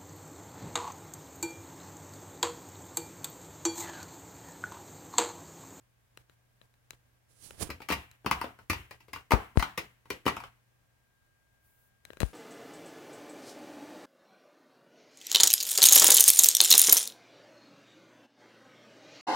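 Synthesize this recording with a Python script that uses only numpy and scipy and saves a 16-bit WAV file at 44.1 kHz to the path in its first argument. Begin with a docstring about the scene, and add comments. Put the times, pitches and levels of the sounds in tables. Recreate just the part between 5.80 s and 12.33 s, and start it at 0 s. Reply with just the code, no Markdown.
"""Cat pawing at a door

A cat paws and claws at a closed panel door in a bare hallway; the door knocks and chatters in its frame.
Fingers shift on the handheld recorder: they tick on the case, rub the microphone openings (ports) and
plug the left one. Mains hum and a thin whine lie below, a faint high hiss comes and goes near the end,
and a noise suppressor turns the quiet moments down."""
import sys
import numpy as np
from scipy import signal
from scipy.fft import rfft, irfft
from scipy.io import wavfile
from scipy.ndimage import uniform_filter1d, minimum_filter1d

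SR = 44100
rng = np.random.default_rng(int(sys.argv[2]) if len(sys.argv) > 2 else 0)


def unload_audio(sound):
    """Save the sound as a 16-bit wav file, at the path given as the first command line argument."""
    columns = np.transpose(np.atleast_2d(sound))
    # keep every value between -1 and 1, then stretch to whole-number steps
    steps = np.round(np.clip(columns, -1, 1) * 32767)
    wavfile.write(sys.argv[1], SR, steps.astype(np.int16))


N = 288016
TIME = np.arange(N) / SR
PORT_HZ, PORT_WIDTH_HZ = 4040, 100   # the hollow behind each microphone port rings here

# How the hallway echoes; a fade is the time to drop 60 dB, likeness is how alike left and right are.
# pitch_hz, early_echo_db, late_echo_db, fade_s, likeness
HALLWAY_ECHO = [(60, -1.5, -2, 0.33, 1), (250, -0.5, -9, 0.39, 0.94), (603, 1, -5, 0.26, 0.3),
                (1100, -4, -9, 0.49, 0.08), (2230, 5, -7.5, 0.7, -0.22), (5000, 5.5, -9, 0.31, 0.15),
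                (15000, -5, -9.5, 0.73, 0.2)]


def from_db(db):
    """Turn decibels into a gain."""
    return 10 ** (np.asarray(db) / 20)


def rms_one(x):
    """Scale a signal to an average strength (rms) of 1."""
    return x / np.sqrt(np.mean(x ** 2) + 1e-20)


def pan(balance_db):
    """Left and right gains; a positive balance leans left."""
    return from_db([[balance_db / 2], [-balance_db / 2]])


def at_hz(points, hz, column=1):
    """Read one column of a table at any pitch, gliding between its rows."""
    table = np.array(points)
    return np.interp(np.log(hz + 1e-9), np.log(table[:, 0]), table[:, column])


def butter(x, hz, kind, order=2):
    """Keep the lows, the highs or one band."""
    sections = signal.butter(order, np.clip(hz, 10, .45 * SR), kind, fs=SR, output="sos")
    return signal.sosfilt(sections, x)


def resonate(x, hz, width_hz):
    """Ring at one pitch; the narrower the width, the longer the ring."""
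    r = np.exp(-np.pi * width_hz / SR)
    feedback = [1, -2 * r * np.cos(2 * np.pi * hz / SR), r * r]
    return signal.lfilter(np.array([1, 0, -1]) * (1 - r * r) / 2, feedback, x + 1e-18)


def noise(spectrum):
    """Noise with the given tone colour."""
    gains = from_db(at_hz(spectrum, np.fft.rfftfreq(N, 1 / SR)))
    return rms_one(irfft(rfft(rng.standard_normal(N)) * gains, N))


def spread(mid, side, likeness):
    """Two unrelated signals become a left and right that are partly alike."""
    alike = np.clip(likeness, -.99, .99)
    return np.sqrt((1 + alike) / 2) * mid + np.sqrt((1 - alike) / 2) * side * np.array([[1], [-1]])


def add(out, start_s, sound):
    """Mix a short sound in at its start time."""
    i = round(start_s * SR)
    out[..., i:i + sound.shape[-1]] += sound[..., :N - i]


def contact(length_s, push=2.6, grain_db=4.5, grip_s=0.00023, size=4096):
    """The force of a touch: a first push, then uneven slips that take hold and die away."""
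    t = np.arange(size) / SR
    slips = rms_one(rng.standard_normal(size) * from_db(grain_db * rng.standard_normal(size)))
    force = slips * (1 - np.exp(-t / grip_s)) * np.exp(-t / max(length_s, 1e-4))
    force[0] += push
    return force


def vibrate(force, resonances):
    """A force shakes all of an object's resonances at once; every second one is flipped."""
    return sum((-1) ** k * from_db(db) * resonate(force, hz, width_hz)
               for k, (hz, width_hz, db) in enumerate(resonances))


def set_hardness(x, levels_db):
    """Make a touch hard or soft: thud, knock, rasp and click each get a level, as if lasting 10 ms."""
    # The four ranges, from thud up to click: low_hz, high_hz
    ranges = [(40, 620), (730, 1450), (1650, 3300), (3800, 19500)]
    parts = [butter(x, edges, "band") for edges in ranges]
    return sum(from_db(db) * part / np.sqrt(np.sum(part ** 2) / (.01 * SR))
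               for db, part in zip(levels_db, parts))


def air_and_hum(air_db=-60.5, hum_hz=120, whine_hz=1609, waver_db=0.15, waver_hz=4, change_s=(4.8, 5.4)):
    """Still room air, a mains hum that eases and a thin appliance whine that grows."""
    # Tone colour of the air: pitch_hz, level_db
    air_colour = [(15, -45), (25, -1), (123, -8), (149, -14), (354, -21), (545, -20), (695, -20),
                  (1440, -24), (1560, -21), (1700, -23), (2410, -25.5), (4370, -31.5), (14400, -33.5),
                  (16000, -34)]
    # How alike the air is on the left and right: pitch_hz, likeness
    air_likeness = [(60, 0.44), (130, 0.16), (300, 0.03), (650, 0.047), (1400, 0)]
    # The hum, then the whine: first_db, later_db, balance_db
    tones = [(-65, -70.5, -1.5), (-84.5, -74, 17)]
    likeness = at_hz(air_likeness, np.fft.rfftfreq(N, 1 / SR))
    air = irfft(spread(rfft(noise(air_colour)), rfft(noise(air_colour)), likeness), N)
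    out = from_db(air_db) * butter(air, hz=50, kind="high")
    for hz, (first_db, later_db, balance_db) in zip((hum_hz, whine_hz), tones):
        waver = waver_db * rms_one(butter(rng.standard_normal(N), waver_hz, "low"))
        level = from_db(np.interp(TIME, change_s, [first_db, later_db]) + waver)
        out = out + pan(balance_db) * level * np.sqrt(2) * np.sin(2 * np.pi * hz * TIME)
    return out


def case_ticks(length_s=0.00071, ping_db=9.0, colour_db=(-2, 0, 3.5, -1.5)):
    """Dry little ticks reach each microphone by their own path through the case and ping its port."""
    # Fingers tapping the case: start_s, level_db, sharpness_db, balance_db
    taps = [(0.374, -50, -0.5, 6), (0.497, -58, -3, 11), (0.815, -56.5, -4.5, 20), (0.94, -63.5, 0.5, 4),
            (1.107, -47.5, 5, 13), (1.133, -63, -5, 0), (1.708, -48, -1.5, 2), (2.3141, -61, 9, 4.5),
            (6.252, -50.5, 4.5, 9), (6.304, -51.5, -9.5, 9), (6.333, -53, -4.5, 27),
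            (6.371, -51.5, -5.5, 11), (6.4037, -36.5, 2.5, 13.5), (6.409, -48.5, -16, 25),
            (6.4177, -38.5, -4, 28)]
    # Resonances of the case: pitch_hz, width_hz, level_db
    case_body = [(530, 520, 2), (1320, 440, -17), (1844, 1300, 7), (4060, 220, -3), (9190, 38000, -21)]
    tilt = np.array([-1, -.3, .3, 1])   # a sharper tick has less thud and more click
    out = np.zeros((2, N))
    for start_s, db, sharpness_db, balance_db in taps:
        levels_db = db + sharpness_db * tilt + colour_db
        tick = [set_hardness(vibrate(contact(length_s), case_body), levels_db) for port in range(2)]
        add(out, start_s, rms_one(pan(balance_db)) * np.array(tick))
    return out + from_db(ping_db) * resonate(out, PORT_HZ, PORT_WIDTH_HZ)


def finger_rub(roundness=1.38, stick_db=1.0, stick_hz=120):
    """Skin hisses and rumbles on one port as the pressure swells and eases; a little reaches the other."""
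    # Finger slides: peak_s, hiss_db, rise_s, fall_s, rumble_over_hiss_db, balance_db
    slides = [(1.507, -58.5, 0.017, 0.047, -2.5, -9), (1.658, -44, 0.06, 0.042, -12, -19),
              (1.828, -29.5, 0.018, 0.0092, -3, -25), (1.86, -49, 0.11, 0.035, 5.5, -12),
              (3.785, -45, .012, .02, 7, 9.5), (6.409, -45, 0.0031, .025, 12.5, 18),
              (6.46, -58.5, 0.024, .09, 5, 8)]
    # Tone colour of the skin's hiss: pitch_hz, level_db
    hiss_colour = [(1500, -20.5), (3000, -8.5), (5000, -4), (8000, -2), (10000, 3), (12000, -9.5),
                   (16000, -15)]
    # Tone colour of its rumble: pitch_hz, level_db
    rumble_colour = [(25, -12), (70, -1), (200, -6), (500, -13), (1500, -21), (3000, -23), (6000, -34)]
    grip = from_db(stick_db * rms_one(butter(rng.standard_normal(N), stick_hz, "low")))
    hiss, rumble = (np.array([noise(colour), noise(colour)]) for colour in (hiss_colour, rumble_colour))
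    out = 0
    for peak_s, db, rise_s, fall_s, rumble_db, balance_db in slides:
        from_peak = np.abs(TIME - peak_s) / np.where(TIME < peak_s, rise_s, fall_s)
        pressure = np.exp(-np.minimum(from_peak, 20) ** roundness)
        ports = pan(balance_db) / pan(balance_db).max()
        out = out + ports * from_db(db) * pressure * (hiss + from_db(rumble_db) * rumble)
    return grip * out


def paw_strokes(push_s=.0015, pad_s=.004):
    """The cat pushes, claws and pats the door. Each stroke is (start_s, four levels_db, length_s)."""
    # The paw pushes the door against its frame: start_s, level_db, extra_thud_db
    pushes = [(2.003, -48, -1), (2.11, -29, -8), (2.461, -27, -3.5), (2.512, -21.5, -11), (2.6135, -31, -9),
              (2.642, -39.5, 3.5), (2.7885, -49.5, -0.5), (3.36, -40.5, -9), (3.5074, -27, -6.5),
              (3.5182, -19.5, -7), (3.8249, -25.5, -12.5), (4.255, -53, -5), (4.464, -24.5, 1),
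              (4.4789, -24, -17.5), (4.5659, -37.5, -11), (4.602, -45, -18), (4.6369, -43.5, -24)]
    # A claw catches and scrapes: start_s, level_db, extra_thud_db, length_s
    claws = [(1.902, -40, -1.5, 0.0038), (2.018, -48, -7, 0.0032), (2.0867, -35.5, -12, 0.0037),
             (2.102, -34.5, 4.5, 0.0012), (2.121, -30, -7.5, 0.0073), (2.898, -29, -1.5, 0.0042),
             (2.931, -38, -14, 0.00097), (3.109, -47.5, -3, 0.0026), (3.204, -55.5, -7.5, 0.0028),
             (3.282, -57, 5.5, .005), (3.332, -40, -8, .004), (3.795, -35, -10, 0.0038),
             (3.976, -33, -4.5, 0.0056), (4.3029, -35.5, -1, .0022), (4.455, -45, 4, 0.0056)]
    # The soft pad lands: start_s, level_db
    pads = [(1.81, -41.5), (1.892, -41), (2.445, -43), (3.537, -26.5), (3.756, -43.5)]
    # Each kind of touch has its own hardness: thud_db, knock_db, rasp_db, click_db
    push_db, claw_db, pad_db = (-0.1, 0.04, -6, -12), (0.65, 1.1, 0.54, -3.5), (-0.4, -22, -17, -24)
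    thud = np.array([1, 0, 0, 0])
    knocks = [(s, db + extra_db * thud + push_db, push_s) for s, db, extra_db in pushes]
    scratches = [(s, db + extra_db * thud + claw_db, length_s) for s, db, extra_db, length_s in claws]
    pats = [(s, db + np.array(pad_db), pad_s) for s, db in pads]
    return knocks + scratches + pats


def door(ring_db=-46.0, size=16384):
    """Every stroke gives a short knock of the whole door and sets its panels ringing."""
    # Broad resonances of the whole door: pitch_hz, width_hz, level_db
    door_body = [(74, 24, 0), (303, 350, 0.5), (955, 210, 6), (1139, 276, 5.5), (2420, 1600, -6.5),
                 (4273, 1730, -8.5), (9500, 2000, -18), (14900, 6700, -18.5)]
    # Ringing notes of its panels: pitch_hz, level_db, fade_s
    panel_notes = [(68.4, -9.5, .13), (182, -13, 0.085), (295, -14, .14), (698, -7.5, .28), (912, -3, .13),
                   (1014, -17.5, 0.13), (1145, -10.5, 0.14), (1190, -18.5, 0.16), (1313, -10, .18),
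                   (1455, -9.5, .18), (1940, -8, .2), (2380, 0, 0.067), (2780, -11, 0.29),
                   (3300, -10.5, .22)]
    knocks = np.zeros((2, N))
    for start_s, levels_db, length_s in paw_strokes() + door_chatter():
        knock = set_hardness(vibrate(contact(length_s), door_body), levels_db)
        add(knocks, start_s, early_echoes(knock))
    t = np.arange(size) / SR
    panels = sum(from_db(db - 60 * t / fade_s) * np.cos(2 * np.pi * hz * t)
                 for hz, db, fade_s in panel_notes)
    return knocks + from_db(ring_db) * signal.fftconvolve(knocks, panels[None], axes=1)[:, :N]


def early_echoes(x, fade_s=0.12, first_wall_s=0.0016, lag_s=.00003, direct_db=(1.6, -1.2), size=4096):
    """The direct sound, later and weaker on the right, plus quick wall echoes, new for each stroke."""
    t, hz = np.arange(size) / SR, np.fft.rfftfreq(size, 1 / SR)
    likeness = at_hz(HALLWAY_ECHO, hz, column=4)
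    colour = spread(*rfft(rng.standard_normal((2, size))), likeness) * from_db(at_hz(HALLWAY_ECHO, hz))
    fade = rms_one(from_db(-60 * t / fade_s) * (t > first_wall_s))
    response = irfft(colour, size) * fade / np.sqrt(size)
    response[[0, 1], [0, round(lag_s * SR)]] += from_db(direct_db)
    return signal.fftconvolve(x[None], response, axes=1)


def late_echo(x, build_s=0.0041, bands=20):
    """In each band the hallway stores the energy it is fed and lets it die away as smooth noise."""
    edges_hz = np.geomspace(50, 18000, bands + 1)
    white = rng.standard_normal((2, 2, N))
    fed = x.mean(axis=0) + 1e-12 * white[0, 0]
    build = np.exp(-1 / (build_s * SR))
    out = 0
    for k, band in enumerate(zip(edges_hz, edges_hz[1:])):
        hz = np.sqrt(band[0] * band[1])
        level_db, fade_s, likeness = (at_hz(HALLWAY_ECHO, hz, column) for column in (2, 3, 4))
        kept = from_db(-60 / (fade_s * SR)) ** 2   # share of the energy left after one sample
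        power = butter(fed, band, "band") ** 2
        energy = signal.lfilter([(1 - kept) * (1 - build)], np.poly([kept, build]), power)
        wash = spread(*rms_one(butter(white[k % 2], band, "band")), likeness)
        out = out + from_db(level_db) * np.sqrt(np.abs(energy)) * wash
    return out


def door_chatter(gap_s=.012, uneven_db=4.5, colour_db=(-12, 0, -7, -15), length_s=0.00028):
    """The loose door bounces in its frame: a list of small, uneven strokes."""
    # Spells of chatter: start_s, end_s, level_db
    spells = [(2.54, 2.696, -62), (3.839, 3.93, -56.5), (4.497, 4.543, -55.5)]
    bounces = []
    for start_s, end_s, level_db in spells:
        times = start_s + np.cumsum(gap_s * (.5 + rng.random(size=40)))
        levels = level_db + uneven_db * rng.standard_normal(size=40)
        bounces += [(s, db + np.array(colour_db), length_s) for s, db in zip(times, levels) if s < end_s]
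    return bounces


def port_thumps(soft_hz=1900, ping_db=-3.5, leak_db=-49.0):
    """A jump in trapped air pressure swings the left microphone's bass filter and pings its port."""
    # A fingertip plugs the left port: start_s, pressure_step_db
    plugs = [(3.536, -3.5), (3.7735, -1.5), (6.4318, -7.5)]
    pressure = sum(from_db(db) * (TIME >= s) for s, db in plugs) + 1e-9 * rng.standard_normal(N)
    for hz, q in ((53, 2.5), (84, .85)):   # two bass cuts; a higher q swings for longer
        w = 2 * np.pi * hz
        pressure = signal.lfilter(*signal.bilinear([1, 0, 0], [1, w / q, w * w], SR), pressure)
    ping = from_db(ping_db) * resonate(pressure, PORT_HZ, PORT_WIDTH_HZ)
    thump = butter(pressure, soft_hz, "low", order=1) + ping
    return np.array([thump, from_db(leak_db) * thump])


def faint_high_hiss(lowest_hz=11000):
    """A faint, very high hiss swells and fades near the end."""
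    # Loudness of the hiss over time: time_s, level_db
    swell = [(5.7, -100), (5.85, -58), (6.08, -58), (6.15, -100)]
    level = from_db(np.interp(TIME, *np.transpose(swell)))
    return level * butter(rng.standard_normal((2, N)), lowest_hz, "high")


def scene(door_db=-1.0, door_echo_db=-2.0, tick_echo_db=-7, door_balance_db=2.0):
    """The door sounds in the hallway; the fingers are right at the microphones."""
    knocks = from_db(door_db) * door()
    ticks = case_ticks()
    echo = late_echo(from_db(door_echo_db) * knocks + from_db(tick_echo_db) * ticks)
    handling = ticks + finger_rub() + port_thumps()
    return pan(door_balance_db) * (knocks + echo) + faint_high_hiss() + handling + air_and_hum()


def noise_suppressor(x, threshold_db=-39.0, depth_db=10.0, knee_db=19.5, hold_s=0.044, glide_s=.012):
    """Opens at once for a loud sound and turns down soon after it fades."""
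    power = uniform_filter1d(np.mean(x ** 2, axis=0), size=256)
    level_db = 10 * np.log10(np.abs(power) + 1e-12)
    closed = np.clip((threshold_db - level_db) / knee_db, 0, 1)   # 0 is open, 1 is fully turned down
    half_hold = int(hold_s * SR / 2)
    held = minimum_filter1d(closed, 2 * half_hold + 1, origin=half_hold)
    eased = uniform_filter1d(held, int(glide_s * SR) + 1)
    return x * from_db(-depth_db * np.minimum(closed, eased))


def record(dry, cutoff_hz=16200):
    """The recorder turns quiet moments down and cuts the highest treble."""
    treble_cut = signal.ellip(10, .3, 70, cutoff_hz, fs=SR, output="sos")
    return signal.sosfilt(treble_cut, noise_suppressor(dry))


dry = scene()
out = record(dry)
unload_audio(out)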